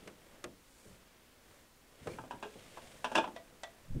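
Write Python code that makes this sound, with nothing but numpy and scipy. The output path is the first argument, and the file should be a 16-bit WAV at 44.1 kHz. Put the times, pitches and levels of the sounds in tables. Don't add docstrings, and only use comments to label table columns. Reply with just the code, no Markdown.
import sys
import numpy as np
from scipy import signal
from scipy.fft import rfft, irfft
from scipy.io import wavfile
from scipy.ndimage import uniform_filter1d

SR = 44100
rng = np.random.default_rng(int(sys.argv[2]) if len(sys.argv) > 2 else 0)


def master_out(mix):
    frames = np.transpose(np.atleast_2d(mix))
    ceiling = np.clip(frames, -1, 1)
    pcm = np.round(ceiling * 32767).astype(np.int16)
    wavfile.write(sys.argv[1], SR, pcm)


N = 176400

# frequency in Hz, seconds to fade by 60 dB.
HISS_COLOUR = [(12, -46), (20, 8.5), (191, -3.5), (232, 1), (491, -7), (565, -19), (614, -7), (985, -6),
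               (1700, -8), (15500, -17.5)]

# time in seconds, then swish, scuff and rub levels in dB.
RUSTLE_LEVELS = [(0, -70.5, -69, -59.5), (.15, -76, -72.5, -66.5), (.35, -74, -74.5, -60),
                 (0.599, -78, -78.5, -73), (.78, -68.5, -81, -67), (.9, -68, -73.5, -63.5),
                 (1.1, -84, -75, -68.5), (1.275, -82, -73, -69), (1.4, -78, -79, -69),
                 (1.55, -71.5, -71, -62.5), (1.75, -82, -88, -73), (1.97, -75.5, -72, -65),
                 (2.1, -63, -65, -55), (2.3, -74.5, -77, -64.5), (2.55, -68.5, -65.5, -62),
                 (2.82, -65.5, -62.5, -58), (3.05, -66.5, -67.5, -59.5), (3.5, -75, -75.5, -64.5)]
SWISH_COLOUR = [(1500, -27), (5000, -5.5), (8600, -3), (11000, -10), (15500, -25)]
SCUFF_COLOUR = [(500, -14), (1300, -10.5), (2200, -1.5), (3300, -1), (4600, -9), (12000, -31)]
RUB_COLOUR = [(25, 5.5), (90, -2), (280, -3), (420, -1.5), (570, 0.5), (850, -9), (2000, -10.5),
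              (4000, -23.5), (12000, -37)]

# start in
# seconds, level in dB, pitch multiplier.
THUD_HITS = [(0.021, -57.5, 0.66), (0.059, -54.5, 0.82), (0.452, -50, 1), (.853, -58.5, 0.76),
             (.868, -60.5, 0.25), (.903, -59, 0.31), (2.013, -55.5, 0.37), (2.06, -49, 1.0),
             (2.072, -51, 0.26), (2.134, -49.5, 0.97), (2.186, -52, 0.66), (2.332, -52.5, 0.56),
             (2.555, -53.5, 1.08), (3.523, -61, 0.9), (3.947, -44.5, 0.54), (3.962, -39, 0.53)]
THUD_COLOUR = [(25, -13), (80, -9.5), (200, -2.5), (380, -1.5), (560, -2.5), (850, -15.5), (2000, -41),
               (8000, -68)]
THUD_FADE = [(100, 0.19), (600, 0.15), (4000, 0.086)]

# start in seconds,
# level in dB, boosts in dB for bass, treble and very top, ring length multiplier,
# then the struck spot's own tone as strength in dB and pitch in Hz.
CAMERA_HITS = [(.0748, -50, -0.5, -1.5, -4.5, 1.8, -14, 189), (.4408, -42.5, -1, -1, 4, 1.05, -4, 351),
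               (2.0715, -40.5, 6.5, -10, -13.5, 1.4, -9, 493)]
BOARD_HITS = [(2.1858, -42.5, -7, -10.5, -34, 0.74, -11, 1300), (2.238, -56, 10.5, -4, -9, 1.2, -7, 1200),
              (2.3093, -41.5, 2, -4.5, 0, 1.3, -0.5, 962), (2.4265, -43, 2.5, 1, -4, 1.05, -12.5, 805),
              (2.455, -51, 3.5, -5, -4, 1.2, 4, 419), (2.7725, -49, 6, -4.5, -1, 0.91, -10.5, 997),
              (3.044, -33.5, -1.5, 1.5, 1.5, 0.95, -3, 1003), (3.1165, -42.5, 6.5, -4, 8, 1.8, 0, 868),
              (3.1488, -43, -4, 1, 5, .8, -16, 905), (3.1534, -30, 0, 4, 6, 1.25, -3, 1655),
              (3.1555, -39.5, -7, 6, 16, 0.55, 1, 2700), (3.164, -37.5, 7.5, 0, 2, 1.56, -3, 334),
              (3.1778, -35, 5.5, 1.5, 4, 0.5, -6.5, 3470), (3.1843, -29.5, 3.5, -5, -5, 0.59, -3.5, 896),
              (3.185, -38.5, -3, 0, -7, 0.84, 7, 2490), (3.2413, -38, -4.5, 0, -19, 0.78, -3.5, 981),
              (3.2755, -45, -8, -4.5, -10, 0.6, 1, 875)]
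STICK_HITS = [(3.362, -47.5, 6, 0, -9, 0.9, -11, 990), (3.634, -42.5, -1, -1.5, 3, 0.83, -12, 3480)]
# pitch in Hz, strength in dB, base seconds to fade by 60 dB.
CAMERA_TONES = [(164, -19, 0.36), (350.6, -15, 0.24), (523, -14.5, 0.069), (603, -11, 0.1)]
BOARD_TONES = [(246.5, -18.5, 0.31), (416, -21, 0.17), (655.5, -13, 0.13), (895, -12, 0.13),
               (1016, -10, 0.052), (1350, -24.5, .15), (1586, -18, 0.19), (1650, -18.5, 0.24),
               (2530, -23, 0.17), (2900, -22, 0.11)]
STICK_TONES = [(551, -12.5, 0.085), (679.6, -5, 0.13), (1948, -7, 0.16)]
CAMERA_COLOUR = [(50, -31), (170, -18), (480, -1), (800, -8), (1200, -5), (1550, -6), (2200, -2.5),
                 (4200, -8.5), (8000, -10.5), (11000, -17.5), (15500, -42)]
CAMERA_FADE = [(300, 0.11), (1000, 0.084), (3000, 0.029), (9000, 0.019)]
BOARD_COLOUR = [(50, -45.5), (130, -28.5), (230, -9), (440, -11.5), (620, -3.5), (950, -4), (1200, -7.5),
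                (1580, -5.5), (2050, -22.5), (2700, -8), (3450, -14.5), (4300, -24.5), (5300, -21.5),
                (9000, -29.5), (15500, -55)]
BOARD_FADE = [(200, 0.25), (900, 0.11), (3000, 0.12), (9000, 0.072)]
STICK_COLOUR = [(60, -34), (330, -12.5), (620, 7), (1050, -1.5), (1600, -3.5), (2600, -7.5), (3500, -0.5),
                (4200, -10), (8700, -8.5), (15500, -42)]
STICK_FADE = [(500, 0.12), (3000, 0.11), (9000, 0.021)]

# pitch in Hz, strength in dB.
CREAK_TONES, CREAK_FADE_S = [(2335, -1), (4345, -10)], 0.037

# time in seconds, level in dB.
AIR_LEVELS = [(3.78, -82), (3.85, -66), (3.895, -50.5), (3.913, -36), (3.945, -38), (3.965, -30), (4, -50)]
AIR_COLOUR = [(12, 15), (30, 5.5), (65, 3), (110, 1.5), (165, 0), (270, -15), (450, -40), (900, -43),
              (3000, -83)]

ROOM_FADE, ROOM_DB = [(150, 0.58), (500, 0.32), (1500, 0.16), (4000, 0.2), (10000, 0.15)], -13
# frequency in Hz, side level in dB.
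STEREO_SPREAD = [(1000, -69), (2800, -40), (5000, -30.5)]


def amp(db):
    return 10 ** (np.asarray(db) / 20)


def unit(x):
    return x / np.sqrt(np.mean(x ** 2) + 1e-20)


def read(points, hz):
    row_hz, value = np.transpose(points)
    return np.interp(np.log(hz + 1), np.log(row_hz + 1), value)


def add(mix, start_s, sound):
    part = mix[max(round(start_s * SR), 0):][:len(sound)]
    part += sound[:len(part)]


def colour(x, points, size=4096):
    log_gain = np.log(amp(read(points, abs(np.fft.fftfreq(size, 1 / SR)))))
    response = np.exp(np.conj(signal.hilbert(log_gain)))
    taps = np.fft.ifft(response).real[:size // 2]
    return signal.fftconvolve(x, taps)[:len(x)]


def noise(points):
    gain = amp(read(points, np.fft.rfftfreq(N, 1 / SR)))
    return unit(irfft(rfft(rng.standard_normal(N)) * gain, N))


def noisy_ring(fade, stretch=1, size=22050, bands=12):
    t, hz = np.arange(size) / SR, np.fft.rfftfreq(size, 1 / SR)
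    centres = np.geomspace(100, 14000, bands)
    spectrum = rfft(rng.choice([-1., 1.], size))
    out = np.zeros(size)
    for centre, share in zip(centres, np.eye(bands)):
        band = irfft(spectrum * np.interp(hz, centres, share), size)
        swell = np.sqrt(abs(uniform_filter1d(unit(band) ** 2, size=300, mode="wrap")) + 1e-9)
        fade_s = max(stretch * read(fade, centre), 1e-3)
        out += band / swell * amp(-60 * t / fade_s)
    return out


def struck(x, rise_s=0.0002, size=882):
    x = x * (1 - np.exp(-np.arange(len(x)) / SR / rise_s))
    return x / np.sqrt(np.mean(x[:size] ** 2) + 1e-20)


def knocks(hits, tones, ring_colour, fade, snap_s=0.0001, spot_fade_s=0.11):
    out = np.zeros(N)
    for start_s, level_db, bass_db, treble_db, top_db, stretch, spot_db, spot_hz in hits:
        ring = noisy_ring(fade, stretch)
        t = np.arange(len(ring)) / SR
        snap = 2 * np.exp(-t / snap_s)
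        ring = struck(colour(ring + snap, ring_colour))
        for hz, db, fade_s in [*tones, (spot_hz, spot_db, spot_fade_s)]:
            tone = np.sin(2 * np.pi * hz * t + rng.uniform(-1.14, 1))
            ring += amp(db) * struck(tone * amp(-60 * t / (fade_s * stretch)))
        boosts = [(403, bass_db), (1090, 0), (2820, treble_db), (17000, top_db)]
        add(out, start_s, amp(level_db) * colour(struck(ring), boosts))
    return out


def hiss(level_db=-65):
    return amp(level_db) * noise(HISS_COLOUR)


def clothes(grain_hz=68):
    t = np.arange(N) / SR
    times, *levels_db = np.transpose(RUSTLE_LEVELS)
    swish, scuff, rub = (amp(np.interp(t, times, db)) for db in levels_db)
    catches_db = noise([(grain_hz, 0), (10 * grain_hz, -40)])
    sliding = amp(catches_db) * (swish * noise(SWISH_COLOUR) + rub * noise(RUB_COLOUR))
    return sliding + scuff * unit(amp(2 * catches_db) * noise(SCUFF_COLOUR))


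def thuds(rise_s=0.0019):
    out = np.zeros(N)
    for start_s, level_db, pitch in THUD_HITS:
        shifted = [(hz * pitch, db) for hz, db in THUD_COLOUR]
        bump = colour(noisy_ring(THUD_FADE), shifted)
        add(out, start_s, amp(level_db) * struck(bump, rise_s))
    return out


def cabin_echo(x):
    tail = struck(noisy_ring(ROOM_FADE, size=33075), rise_s=0.022)
    return amp(ROOM_DB) * signal.fftconvolve(x, tail / np.linalg.norm(tail))[:N]


def camera_clicks():
    return knocks(CAMERA_HITS, CAMERA_TONES, CAMERA_COLOUR, CAMERA_FADE)


def creak(start_s=2.085, length_s=0.06, level_db=-63.5, slips_per_s=500):
    t = np.arange(0, length_s, 1 / SR)
    slips = rng.standard_normal(len(t)) * (rng.random(len(t)) < slips_per_s / SR)
    ring = sum(amp(db - 60 * t / CREAK_FADE_S) * np.sin(2 * np.pi * hz * t) for hz, db in CREAK_TONES)
    out = np.zeros(N)
    add(out, start_s, amp(level_db) * unit(signal.fftconvolve(slips, ring)))
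    return out


def floorboard_cracks():
    return knocks(BOARD_HITS, BOARD_TONES, BOARD_COLOUR, BOARD_FADE)


def wood_ticks():
    return knocks(STICK_HITS, STICK_TONES, STICK_COLOUR, STICK_FADE)


def air_buffet():
    lumps = noise(AIR_COLOUR)
    swell = np.sqrt(abs(uniform_filter1d(lumps ** 2, size=2200)) + 1e-9)
    level_db = np.interp(np.arange(N) / SR, *np.transpose(AIR_LEVELS), left=-np.inf)
    return lumps / swell * amp(level_db)


def scene():
    in_room = thuds() + creak() + floorboard_cracks() + wood_ticks()
    near = clothes() + camera_clicks() + air_buffet()
    mid = hiss() + in_room + cabin_echo(in_room) + near
    spread = amp(read(STEREO_SPREAD, np.fft.rfftfreq(N, 1 / SR)))
    side = irfft(1j * rfft(mid) * spread, N)
    return np.array([mid + side, mid - side])


def record(dry, cutoff_hz=15750):
    lowpass = signal.firwin(511, cutoff_hz, window=("kaiser", 9), fs=SR)
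    return signal.oaconvolve(dry, lowpass[None], "same")


dry = scene()
out = record(dry)
master_out(out)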